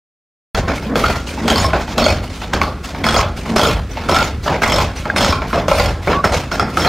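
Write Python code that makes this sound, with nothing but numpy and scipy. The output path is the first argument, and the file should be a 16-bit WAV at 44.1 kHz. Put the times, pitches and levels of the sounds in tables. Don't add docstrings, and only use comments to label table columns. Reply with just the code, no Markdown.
import sys
import numpy as np
from scipy import signal
from scipy.fft import rfft, irfft, next_fast_len
from scipy.io import wavfile
from scipy.ndimage import uniform_filter1d

SR = 44100
rng = np.random.default_rng(int(sys.argv[2]) if len(sys.argv) > 2 else 0)


def rack_gain(trim_db):
    fader = np.asarray(trim_db, float)
    return 10 ** (fader / 20)


def pcm_store(signal):
    levels = np.round(np.clip(np.atleast_2d(signal), -1, 1) * 32767)
    wavfile.write(sys.argv[1], SR, levels.astype(np.int16).T)


N = 303408


def evened(x):
    return x / np.sqrt(np.mean(x ** 2) + 1e-20)


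def read(points, hz):
    f, value = np.transpose(points)
    return np.interp(np.log(hz + 1), np.log(f + 1), value)


def coloured(x, points):
    size = next_fast_len(len(x) + 4096)
    response = rack_gain(read(points, np.fft.rfftfreq(size, 1 / SR)))
    return irfft(rfft(x, size) * response, size)[:len(x)]


def smoothed(x, span):
    return uniform_filter1d(uniform_filter1d(x, span, axis=0), span, axis=0)


def wander(per_s):
    return np.clip(evened(smoothed(rng.standard_normal(N), int(SR / per_s))), -2, 1.5)


def grit(per_s, spread_db, smooth):
    size = rack_gain(spread_db * np.minimum(rng.exponential(1, N), 4)) * rng.choice([-1, 1], N)
    clicks = evened(size * (rng.random(N) < per_s / SR))
    return evened(clicks + smooth * rng.standard_normal(N))


def ring(modes_hz, shapes, weight_db=0, damping=1):
    hz = np.transpose([modes_hz])
    width, db = np.transpose(shapes)[..., None]
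    width = np.maximum(width, 20) * damping
    t = np.arange(5000) / SR
    sign = (-1.) ** np.arange(len(hz))[:, None]
    level = sign * rack_gain(db + weight_db) * np.sqrt(width)
    return level * np.exp(-np.pi * width * t) * np.sin(2 * np.pi * hz * t)


ENVELOPE_RATE = 1000


def swelled(start_s, top_db, hold_s, rise, fade, swell_db=0.):
    since = np.arange(0, N / SR, 1 / ENVELOPE_RATE) - start_s[:, None]
    hold = np.clip(hold_s, .002, None)[..., None]
    db = top_db[:, None] - swell_db * np.clip(1 - since / hold, 0, 1)
    db = db - rise * np.maximum(-since, 0) - fade * np.maximum(since - hold, 0)
    return (rack_gain(db) ** 2).sum(0)


def gain(power, idle_db):
    points_s = np.arange(len(power)) / ENVELOPE_RATE
    return np.interp(np.arange(N) / SR, points_s, np.sqrt(power + rack_gain(idle_db) ** 2))


# frequency in Hz, level in dB per Hz.
AIR_SPECTRUM = [(18, -32), (30, -3.5), (303, -42), (584, -39), (1300, -19), (1800, -25.5), (6000, -37),
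                (16000, -53)]
AIR_DB = -40


def still_air():
    return rack_gain(AIR_DB) * evened(coloured(rng.standard_normal(N), AIR_SPECTRUM))


# start in seconds, hold in seconds, pressure in dB, edge brightness in dB.
STROKES = [(0.548, 0.033, -15.5, -13), (0.956, 0.16, -17, -7), (1.48, 0.18, -16, -6.5),
           (1.98, 0.14, -18.5, -3), (2.535, 0.0067, -13, -11.5), (2.615, 0.014, -17, -5),
           (3.041, 0.17, -17.5, -5.5), (3.562, 0.16, -16, -6.5), (4.088, 0.16, -19.5, -1.5),
           (4.62, 0.21, -16, -6), (5.162, 0.13, -16, -3), (5.682, 0.16, -17.5, -5),
           (5.859, 0.032, -17.5, -13), (6.243, 0.0066, -9.5, -13), (6.322, 0.056, -16.5, -7),
           (6.5162, 0.021, -17.5, -8), (6.5964, 0.028, -14.5, -31), (6.772, 0.095, -12, -9.5)]
# start in seconds, blow in dB, loudest ring in Hz, rub in seconds, rub in dB.
THUMPS = [(0.681, -16, 1250, 0.033, -10), (0.696, -12, 596, 0.016, -20), (1.733, -1, 740, 0.032, -11.5),
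          (4.461, -11.5, 1250, 0.015, -19), (4.479, -8, 793, 0.065, -10.5), (5.055, -7.5, 856, 0.059, -19),
          (5.419, -6.5, 847, 0.016, -19), (5.53, -1.5, 860, 0.068, -10.5), (6.074, -10, 1520, 0.066, -11),
          (6.099, -25, 1350, 0.01, -10), (6.131, -8.5, 1140, 0.031, -15.5)]
# start in seconds, tap in dB, brush in seconds, brush in
# dB, fibre minus brush in dB.
BRUSHES = [(0.742, -40, .006, -39, -7), (0.755, -40, 0.015, -30.5, -10), (0.827, -20, 0.034, -29.5, -19),
           (1.271, -34, 0.073, -32, -10), (1.376, -15.5, 0.18, -34, -14), (1.456, -37, 0.018, -33, -10),
           (1.79, -30, 0.034, -32.5, -11), (1.88, -15, 0.046, -27, -20), (2.235, -29, 0.0097, -30, -12),
           (2.302, -47, 0.13, -39, -11.5), (2.417, -16.5, 0.012, -26, -20),
           (2.846, -67, 0.055, -32.5, -7.5), (2.948, -15.5, 0.038, -31, -22),
           (3.371, -37, 0.043, -33, -6.5), (3.458, -16, 0.022, -30.5, -16), (3.497, -21, 0.008, -35.5, -7),
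           (3.899, -52, 0.068, -36.5, -13), (3.971, -12.5, 0.072, -28, -34), (4.436, -40, 0.041, -33, -7.5),
           (4.47, -62, 0.062, -31, -33), (4.601, -32, 0.014, -42, -12), (4.96, -41, 0.077, -32, -10),
           (5.483, -37, 0.04, -33.5, -9), (6.03, -60, 0.039, -33.5, -10), (6.079, -58, 0.047, -32, -32),
           (6.168, -31, 0.0088, -56, -12), (6.436, -15, 0.011, -33, -30), (6.689, -40, .01, -36.5, -9),
           (6.743, -46, 0.017, -28.5, -12), (1.159, -40, 0.0089, -30.5, -7), (1.286, -36, .015, -38, -6),
           (2.338, -30, 0.011, -36, -13), (2.834, -35, .008, -42, -12), (2.975, -24, .01, -39, -13),
           (3.913, -30, .015, -35.5, -12), (4.046, -28, .015, -36, -14), (4.446, -26, .01, -38, -14),
           (5.452, -22, .01, -42, -20), (5.764, -18, .01, -38, -15)]
LAND, BRUSH_RISE, CREAK_RISE = 3000, 1200, 170
WOOD_FADE, STEEL_FADE, FIBRE_FADE, RUB_FADE, BRUSH_FADE = 132, 157, 220, 253, 223
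WOOD_SWELL_DB, STEEL_SWELL_DB, FIBRE_SWELL_DB = -1.5, -0.5, -1
FIBRE_BELOW_PRESS_DB, FIBRE_FOLLOWS_EDGE = -15.5, 0.46
RUB_STEEL_DB, RUB_FIBRE_DB, BRUSH_WOOD_DB = -12, -46, 2.5
CREAK_S, CREAK_BELOW_GROAN_DB = 0.027, -3.5
IDLE_WOOD_DB, IDLE_STEEL_DB, IDLE_FIBRE_DB = -49, -51, -64


def contact():
    s, hold, press_db, bright_db = np.transpose(STROKES)
    rub_s, _, _, rub_hold, rub_db = np.transpose(THUMPS)
    brush_s, _, brush_hold, brush_db, brush_fibre_db = np.transpose(BRUSHES)
    groan_s, groan_db = np.transpose(TREADS)

    def cut(db, fade, swell_db):
        return swelled(s, db, hold, LAND, fade, swell_db)

    def brushing(db):
        return swelled(brush_s, db, brush_hold, BRUSH_RISE, BRUSH_FADE)

    rub = swelled(rub_s, rub_db, rub_hold, LAND, RUB_FADE, 1.5)
    brush = brushing(brush_db)
    creak = swelled(groan_s, groan_db + CREAK_BELOW_GROAN_DB, CREAK_S, CREAK_RISE, RUB_FADE)
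    wood = cut(press_db, WOOD_FADE, WOOD_SWELL_DB) + rub + rack_gain(2 * BRUSH_WOOD_DB) * brush + creak
    steel = cut(press_db + bright_db, STEEL_FADE, STEEL_SWELL_DB) + rack_gain(2 * RUB_STEEL_DB) * rub + brush
    fibre_db = press_db + FIBRE_FOLLOWS_EDGE * bright_db + FIBRE_BELOW_PRESS_DB
    fibre = cut(fibre_db, FIBRE_FADE, FIBRE_SWELL_DB)
    fibre += rack_gain(2 * RUB_FIBRE_DB) * rub + brushing(brush_db + brush_fibre_db)
    return gain(wood, IDLE_WOOD_DB), gain(steel, IDLE_STEEL_DB), gain(fibre, IDLE_FIBRE_DB)


PATCH_HZ = [7000, 8500, 10000, 11800, 13600, 15500]


def patchy(x, patch_db):
    out = np.zeros(N)
    for k in range(len(PATCH_HZ)):
        slopes_db = -14 * abs(np.arange(len(PATCH_HZ)) - k)
        out += coloured(x, list(zip(PATCH_HZ, slopes_db))) * rack_gain(patch_db * wander(20))
    return evened(out)


STREAK_DB, STREAK_S = 4.5, 0.027


def streaked(x):
    _, _, z = signal.stft(x, SR, nperseg=256, noverlap=192)
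    span = max(round(STREAK_S * SR / 64), 1)
    luck = np.clip(evened(smoothed(rng.standard_normal(z.shape[::-1]), span).T), -2, 1.4)
    return evened(signal.istft(z * rack_gain(STREAK_DB * luck), SR, nperseg=256, noverlap=192)[1][:N])


WOOD_HZ = [400, 477, 602, 717, 790, 849, 960, 1052, 1134, 1320, 1405, 1462, 1700, 2051, 2300, 2442, 2640]
# width in Hz, level in dB.
WOOD_SHAPES = [(59, 0), (44.5, -2), (40, 3), (37.5, -1.5), (41, 2.5), (47.6, 2.5), (60, -13), (33.4, 1.5),
               (48.3, 1), (89, 6.5), (43, 3.5), (60, 0), (144, -45), (109, -5), (127, -2.5), (49.3, -7),
               (92, -8.5)]
STEEL_HZ = [3150, 3335, 3640, 4070, 4390, 4740, 5080, 5336, 6120, 6621, 6900, 7800]
# width in Hz, level in dB.
STEEL_SHAPES = [(58.3, 3), (54.4, 7), (79.5, -2), (114, -3), (52.5, 6), (67.6, 3.5), (58.7, -4), (34, -4),
                (147, -6.5), (34.2, -9), (74.074, -47), (230, -4.5)]
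# frequency in Hz, level in dB per Hz.
FIBRE_SPECTRUM = [(6000, 4.5), (6800, 3.5), (8600, 0), (10800, -7), (12300, -8), (13000, -3.5),
                  (13800, -13), (15700, -18)]
# frequency in Hz, level in dB per Hz.
RASP_SPECTRUM = [(200, -38), (330, -1.5), (600, 3.5), (1400, -5), (1900, -8), (2900, -16.5), (5450, -24),
                 (5600, -28.5), (7000, -31.5), (8000, -46)]
# frequency in Hz, level in dB.
WOOD_SHARE = [(1900, 0), (3600, -30)]
CORNER_S = .0203


def driven(drive, modes):
    modes = modes / np.linalg.norm(modes)
    return sum(signal.oaconvolve(drive * rack_gain(4.5 * wander(45)), mode)[:N] for mode in modes)


def cutting():
    wood_gain, steel_gain, fibre_gain = contact()
    pressed = np.clip(steel_gain / rack_gain(-9.0), .15, 1)
    t = np.arange(N) / SR
    blows_s = np.sort(np.transpose(blows_of_all_kinds())[0])
    since = t - blows_s[np.maximum(np.searchsorted(blows_s, t) - 1, 0)]
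    corners = .55 + 1.3 * pressed * np.exp(-(since % CORNER_S) / .006)
    force = evened(grit(2200, 1.9, 1.1) * rack_gain(1.8 * wander(154))) * corners
    rasp = streaked(coloured(force, RASP_SPECTRUM))
    low = coloured(rasp, WOOD_SHARE)
    wood = 0.091 * driven(wood_gain * force, ring(WOOD_HZ, WOOD_SHAPES))
    wood += 0.5 * wood_gain * evened(low)
    steel = 0.5 * driven(steel_gain * pressed * force, ring(STEEL_HZ, STEEL_SHAPES))
    steel += 0.42 * steel_gain * evened(rasp - low)
    return wood + steel + 1.51 * fibre_gain * patchy(coloured(force, FIBRE_SPECTRUM), patch_db=4.5)


# blow in dB, loudest ring in Hz, steel minus blow in dB.
ENTRIES = [(-10, 770, 0), (1.5, 510, -10), (-5, 780, -1), (-1, 696, -2), (-4.5, 1620, -6), (-1, 1150, -9.5),
           (-5, 2200, -5), (0.5, 445, -11), (-7.5, 1400, -15), (-4.5, 1600, -22), (-9.5, 1500, -9),
           (-0.5, 512, -11), (-17, 600, 6), (-2.5, 1300, -11), (-23, 490, -5), (-7.5, 1500, -10),
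           (-0.5, 1355, -8), (-1, 1350, -27)]
# start in seconds, blow in dB, loudest ring in Hz, steel minus blow in dB.
CATCHES = [(1.039, 0, 1310, -23), (1.159, -20, 1060, -6), (1.502, -7, 3300, 5), (1.558, -7, 970, 2),
           (1.58, -9, 696, 2), (1.644, -4, 603, -18), (2.022, -5.5, 1296, -25), (2.041, -18.5, 650, 14.5),
           (2.063, 0, 553, -22), (2.083, -7.5, 1160, -1), (3.066, -2, 1480, -9), (3.087, -4, 1450, -1.5),
           (3.143, -6.5, 1290, 0.5), (3.19, -2.5, 1020, -15), (3.226, -9, 1600, -25),
           (3.594, -0.5, 860, -7.5), (3.614, -6, 610, -1), (3.652, -5.5, 1340, -3), (4.122, -2, 745, -16),
           (4.145, -3.5, 1460, -3.5), (4.164, -0.5, 1320, -9.5), (4.633, -2, 1430, -13),
           (4.66, -5, 870, -23.5), (5.187, -8, 660, -10), (5.208, -7, 593, -1), (5.263, -3.5, 1350, -12),
           (5.714, -0.5, 604, -17), (5.797, -2.5, 530, -6), (6.796, -7.5, 1290, -13),
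           (6.848, -0.5, 1305, -11)]
# start in seconds, blow in dB, loudest ring in Hz, steel minus blow in dB.
NICKS = [(1.0, -16, 830, -2), (1.06, -13.5, 1460, 1), (1.107, -15, 463, -5), (1.457, -15, 557, -9),
         (1.521, -10, 770, -4), (1.602, -11, 1500, -5), (1.996, -8.5, 592, -11), (2.103, -9, 810, -9),
         (3.107, -13, 1340, -3), (3.125, -12, 1120, -2), (3.163, -1, 1320, -3.5), (3.633, -3.5, 1330, -2),
         (3.671, -7.5, 556, -5), (4.094, -0.5, 620, -10), (4.187, -15, 1480, -8), (4.206, -9, 1400, -12),
         (4.227, -13, 1060, -4), (4.503, -15, 600, -12), (4.677, -12, 1000, -1), (4.698, -9.5, 620, -1),
         (4.721, -6, 2030, -2), (4.741, -4.5, 600, -3.5), (4.76, -13.5, 1150, 5), (4.784, -6, 603, -4),
         (4.801, -7, 1050, -17), (5.246, -6.5, 1380, 0), (5.304, -11, 790, 0.5), (5.325, -4, 1290, -8.5),
         (5.558, -6, 593, -14), (5.734, -22, 845, -13.5), (5.884, -12.5, 850, -14.5), (6.874, -8, 1110, -5),
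         (4.638, -7, 1980, -10), (5.846, -15, 1300, -3), (2.547, -18, 1000, 3), (2.632, -10, 890, -7),
         (6.253, -10, 1210, -20), (6.608, -18, 1400, -12)]
ENTRY_T60_S, CATCH_T60_S, THUMP_T60_S, TAP_T60_S = .03, .032, .11, .08
SHARP, SOFT = (44, .0003), (12, .002)
TAP_HZ, THUMP_STEEL_DB, TAP_STEEL_DB = 900, -24, -31


def blows_of_all_kinds():
    entries = [(stroke[0], *entry, ENTRY_T60_S, *SHARP) for stroke, entry in zip(STROKES, ENTRIES)]
    corners = [(*row, CATCH_T60_S, *SOFT) for row in list(CATCHES) + list(NICKS)]
    thumps = [(s, db, hz, THUMP_STEEL_DB, THUMP_T60_S, *SHARP) for s, db, hz, _, _ in THUMPS]
    taps = [(s, db, TAP_HZ, TAP_STEEL_DB, TAP_T60_S, *SHARP) for s, db, *_ in BRUSHES]
    return entries + corners + thumps + taps


# frequency in Hz, t60 in seconds, level in dB.
BELL = [(5336, .04, -24), (6621, .07, -28), (13000, .012, -21), (11600, .01, -23), (8700, .015, -26)]
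# frequency in Hz, level in dB per Hz.
CRACK_SPECTRUM = [(300, -18), (700, 8), (1500, 2), (2600, -7.5), (5300, -12), (6000, -24), (13000, -40),
                  (16000, -40)]
BELL_SPREAD, BELL_SPREAD_DB = .012, 4
STRIKE_DB, STRIKE_T60_S = -4, 0.019
PUSH_HZ, PUSH_T60_S, PUSH_DB = 76, 0.079, -18.5
CRACK_DB, CRACK_S = -9.5, 0.0017


def knocks():
    out, snaps, cracks = np.zeros((3, N + 12000))
    t = np.arange(5000) / SR

    def dying(db, hz, t60):
        return rack_gain(db - 60 * t / t60) * np.sin(2 * np.pi * hz * t)

    for s, blow_db, loud_hz, steel_db, t60, tick, rise_s in blows_of_all_kinds():
        at = round(s * SR)
        rattle, rise = rng.standard_normal(len(t)), np.minimum(t / rise_s, 1)
        force = rattle * rack_gain(-60 * t / np.clip(t60, .01, .3)) * rise
        snaps[at:][:len(t)] += rack_gain(blow_db + steel_db - 52.0) * force * (1 + 0.83 * np.exp(-t / 0.0011))
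        cracks[at:][:len(t)] += rack_gain(blow_db + CRACK_DB) * rattle[::-1] * np.exp(-t / CRACK_S)
        force[10] += tick
        wood_db = 5.2 * rng.standard_normal((len(WOOD_HZ), 1))
        steel_spot_db = 5.2 * rng.standard_normal((len(STEEL_HZ), 1))
        wood_db += 10 * np.exp(-(np.log(WOOD_HZ / np.array(loud_hz)) / 0.14) ** 2)[:, None]
        wood = signal.fftconvolve(force, ring(WOOD_HZ, WOOD_SHAPES, wood_db, damping=1.7).sum(0))
        steel = signal.fftconvolve(force, ring(STEEL_HZ, STEEL_SHAPES, steel_spot_db, damping=2.8).sum(0))
        steel /= abs(steel).max()
        for hz, ring_s, db in BELL:
            luck, tune = rng.standard_normal(2)
            bell_hz = hz * (1 + BELL_SPREAD * tune * (hz > 8000))
            steel[:len(t)] += dying(db + BELL_SPREAD_DB * luck, bell_hz, ring_s)
        blow = wood / abs(wood).max() + rack_gain(steel_db) * steel
        blow[:len(t)] += dying(STRIKE_DB, loud_hz, STRIKE_T60_S) * rise
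        blow[:len(t)] += dying(PUSH_DB, PUSH_HZ, PUSH_T60_S)
        out[at:][:len(blow)] += rack_gain(blow_db - 2.0) * blow
    return (out + coloured(snaps, FIBRE_SPECTRUM) + coloured(cracks, CRACK_SPECTRUM))[:N]


def scattered(x, decays):
    taps = np.zeros(SR // 2)
    at = np.arange(60, len(taps) - 20, 20)
    taps[at + rng.integers(0, 20, len(at))] = rng.choice([-1., 1.], len(at))
    hz, t, z = signal.stft(taps, SR, nperseg=256)
    t60 = np.maximum(read(decays, hz), .01)[:, None]
    tail = signal.istft(z * rack_gain(-60 * t / t60), SR, nperseg=256)[1]
    return signal.oaconvolve(x, tail / np.linalg.norm(tail))[:N]


# frequency in Hz, t60 in seconds.
ROOM = [(200, 0.63), (1000, 0.4), (4000, 0.4), (12000, 0.012)]
ECHO_DB = -6


def echoes(blows):
    spot = 2 * np.pi * 3.3 * np.arange(N) / SR
    return rack_gain(ECHO_DB) * (scattered(blows * np.cos(spot), ROOM) + scattered(blows * np.sin(spot), ROOM))


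# start in seconds, groan in dB.
TREADS = [(0.58, -22.5), (0.925, -15.5), (1.47, -15), (2.0, -16), (2.56, -21), (3.048, -18), (3.53, -16),
          (4.11, -18), (4.67, -20.5), (5.2, -16.5), (5.43, -31), (5.66, -20), (6.35, -29), (6.65, -19.5),
          (6.85, -23.5)]
# start in seconds, floor level in dB.
BOTTOMS = [(.6, -19.5), (1.09, -20), (1.64, -17), (2.14, -19), (2.62, -24.5), (3.22, -18.5), (3.76, -18),
           (4.16, -24), (4.38, -23.5), (4.8, -18), (5.01, -31), (5.31, -19.5), (5.85, -17), (6.1, -29),
           (6.35, -22.5), (6.88, -30)]
GROAN_RISE, GROAN_FADE, FLOOR_RISE, FLOOR_FADE = 98, 46, 97, 84
FLOOR_HOLD_S, BED_BELOW_GROAN_DB = 0.037, -5
STROKE_BED_DB, STROKE_FLOOR_DB, THUMP_BED_DB, THUMP_FLOOR_DB = -11, -12.5, -12.5, -16.5
IDLE_BED_DB, IDLE_FLOOR_DB = -36, -29.5


def treading():
    groan_s, groan_db = np.transpose(TREADS)
    bottom_s, floor_db = np.transpose(BOTTOMS)
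    s, hold, press_db, _ = np.transpose(STROKES)
    rub_s, _, _, rub_hold, rub_db = np.transpose(THUMPS)
    cut = swelled(s, press_db, hold, LAND, WOOD_FADE)
    knock = swelled(rub_s, rub_db, rub_hold, LAND, WOOD_FADE)
    floor = swelled(bottom_s - FLOOR_HOLD_S / 2, floor_db, FLOOR_HOLD_S, FLOOR_RISE, FLOOR_FADE)
    floor += rack_gain(2 * STROKE_FLOOR_DB) * cut + rack_gain(2 * THUMP_FLOOR_DB) * knock
    bed = swelled(groan_s, groan_db + BED_BELOW_GROAN_DB, 0, GROAN_RISE, GROAN_FADE)
    bed += rack_gain(2 * STROKE_BED_DB) * cut + rack_gain(2 * THUMP_BED_DB) * knock
    return gain(floor, IDLE_FLOOR_DB), gain(bed, IDLE_BED_DB)


GROAN_HZ, GROAN_S, GROAN_TONE_DB = 226.8, 0.036, -4
GROAN_TONE_RISE, GROAN_TONE_FADE = 320, 113


def groaning():
    groan_s, groan_db = np.transpose(TREADS)
    top_db = 2 * (groan_db + 8) + GROAN_TONE_DB
    held = swelled(groan_s - GROAN_S / 2, top_db, GROAN_S, GROAN_TONE_RISE, GROAN_TONE_FADE)
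    turn = 2 * np.pi * GROAN_HZ * np.arange(N) / SR + 1.43 * wander(22.6)
    return gain(held, -80) * rack_gain(2 * wander(57)) * (np.sin(turn) + .35 * np.cos(2 * turn))


STEADY_S, STEADY_SHARE = .05, .8


def steadied(x):
    return evened(x / (smoothed(x ** 2, round(STEADY_S * SR)) + .01) ** (STEADY_SHARE / 2))


# frequency in Hz, width in Hz, level in dB.
FRAME = [(45.3, 42, 21), (65.7, 26, 18), (84, 19, -8), (112, 18, -72)]
# frequency in Hz, width in Hz, level in dB.
BED = [(173.8, 34.5, 7.5), (218.6, 49, 7), (260, 32, 1), (350, 560, 1)]


def shaking():
    frame_gain, bed_gain = treading()
    jolts = grit(120, 3.2, 1.0)

    def resonating(modes, lo_hz, hi_hz):
        body = sum(rack_gain(db) * evened(signal.lfilter(*signal.iirpeak(hz, hz / width, SR), jolts))
                   for hz, width, db in modes)
        band = signal.butter(2, [lo_hz, hi_hz], "bandpass", fs=SR, output="sos")
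        return steadied(signal.sosfilt(band, body))

    return frame_gain * resonating(FRAME, 43.5, 110.0) + bed_gain * resonating(BED, 132, 546) + groaning()


# start in seconds, length in seconds, frequency in Hz, level in dB.
SINGING = [(.752, .015, 5990, -40), (1.043, 0.085, 4420, -34), (1.533, 0.15, 5290, -29),
           (1.576, 0.036, 6770, -25), (1.976, 0.14, 5336, -30), (2.008, 0.1, 4450, -28),
           (2.04, 0.039, 3364, -19.5), (2.076, 0.033, 2504, -21), (2.045, .03, 6660, -33),
           (3.048, 0.16, 5250, -29.5), (3.165, .035, 6700, -31), (3.197, 0.014, 3150, -29),
           (3.556, 0.028, 5300, -22), (3.602, 0.039, 5200, -33), (3.654, 0.041, 5300, -26),
           (3.665, .014, 6850, -29), (3.908, .02, 5860, -37), (4.1, 0.11, 5336, -28.5),
           (4.193, 0.083, 6720, -36), (4.166, 0.063, 1409, -18.5), (4.44, 0.017, 5940, -35),
           (4.629, 0.055, 5300, -32), (4.702, 0.084, 5336, -25.5), (4.7, .035, 3150, -25),
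           (4.968, .02, 5900, -36), (5.158, 0.11, 5250, -26), (5.717, 0.05, 8800, -40),
           (5.842, 0.048, 5350, -30), (6.816, 0.059, 3210, -24), (6.867, 0.016, 4090, -22)]
SING_EDGE_S, SING_WAVER_DB = .006, 5.5


def singing():
    out, t = np.zeros(N), np.arange(N) / SR
    waver, drift = rack_gain(SING_WAVER_DB * wander(130)), 1.9 * wander(140)
    for s, length, hz, db in SINGING:
        span = slice(round(s * SR), round((s + length + 0.033) * SR))
        now = t[span]
        held = np.clip(np.minimum((now - s) / SING_EDGE_S, (s + length + 0.021 - now) / 0.031), 0, 1)
        elsewhere = (np.arange(N)[span] + round(hz * 37)) % N
        tone = np.sin(2 * np.pi * hz * now + drift[elsewhere])
        out[span] += rack_gain(db - 0.5) * held * waver[elsewhere] * tone
    return out


# start in seconds, frequency in Hz, t60 in seconds, level in dB.
RINGS = [(1.5, 5300, 0.32, -33), (2.615, 2220, 0.014, 0.5), (5.292, 5300, 0.21, -20),
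         (5.798, 6800, 0.2, -30), (6.246, 5330, 0.24, -22.5), (6.52, 5335, 0.17, -25),
         (6.6, 5335, 0.22, -25), (6.8, 5380, 0.22, -20), (6.597, 1200, 0.19, -22), (1.272, 2870, .03, -24),
         (1.291, 2400, 0.022, -20), (1.8, 3500, .02, -24), (2.546, 2400, 0.032, -22),
         (3.037, 3400, .03, -19), (5.51, 1400, .03, -17), (5.452, 1900, .05, -33), (5.8, 3900, 0.025, -16),
         (7, 3100, .03, -18), (5.536, 2200, .03, -19), (0.78, 2190, .04, -20), (6.08, 2260, 0.044, -14),
         (3.614, 3300, .03, -17), (3.652, 3600, .03, -11), (5.247, 3800, .025, -21),
         (6.2408, 1330, 0.028, 0), (6.242, 620, .06, -9), (2.5335, 1500, 0.015, -8), (5.1, 1600, 0.028, -1),
         (6.7955, 1300, 0.028, -3)]


def lone_rings():
    out, t = np.zeros(N), np.arange(N) / SR
    for s, hz, t60, db in RINGS:
        since = np.maximum(t - s, 0)
        out += rack_gain(db - 60 * since / t60) * np.sin(2 * np.pi * hz * since) * np.minimum(since / 0.00085, 1)
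    return out


# start in seconds, length in seconds, frequency in Hz, level in dB.
SQUEAKS = [
    (6.138, .08, 1134, -17.5),
    (6.32, .04, 4090, -29),
]


def squeaks():
    out, t = np.zeros(N), np.arange(N) / SR
    for s, length, hz, db in SQUEAKS:
        held = np.clip(np.minimum((t - s) / 0.0036, (s + length - t) / 0.0042), 0, 1)
        out += rack_gain(db + 2 * wander(90)) * held * np.sin(2 * np.pi * hz * t + .7 * wander(80))
    return out


# frequency in Hz, side minus mid in dB.
PORTS = [(60, -68), (110, -63), (200, -74), (380, -53), (700, -45), (1290, -27.5), (2380, -19.5),
         (4400, -17.5), (8120, -11), (15000, -6)]
# frequency in Hz, level in dB.
LEAN = [(500, -45.5), (1200, -29), (4500, -24), (7000, -21), (14000, -45)]


def two_ports(mid):
    roving = np.zeros(N)
    for k in range(2):
        turn = np.cos(2.37 * wander(7.05) + k * np.pi / 2)
        roving += turn * scattered(mid, [(500, 0.03), (10000, 0.036)])
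    side = coloured(1.8 * roving, PORTS) - coloured(mid, LEAN)
    return np.array([mid + side, mid - side])


def scene():
    blows = knocks()
    lathe = cutting() + blows + singing() + lone_rings() + squeaks()
    return two_ports(lathe + echoes(blows) + shaking() + still_air())


def band_limit(x):
    return signal.sosfilt(signal.butter(12, 16520, fs=SR, output="sos"), x)


START_S, EDGE_HZ = .547, 15800


def record(dry):
    opened = dry * (np.arange(N) > START_S * SR)
    knee = .75
    over = np.maximum(abs(opened) - knee, 0)
    size = np.minimum(abs(opened), knee) + (1 - knee) * np.tanh(over / (1 - knee))
    limited = np.sign(opened) * size
    lowpass = signal.firwin(1023, EDGE_HZ, window=("kaiser", 9), fs=SR)
    return band_limit(signal.oaconvolve(limited, lowpass[None], "same"))


dry = scene()
out = record(dry)
pcm_store(out)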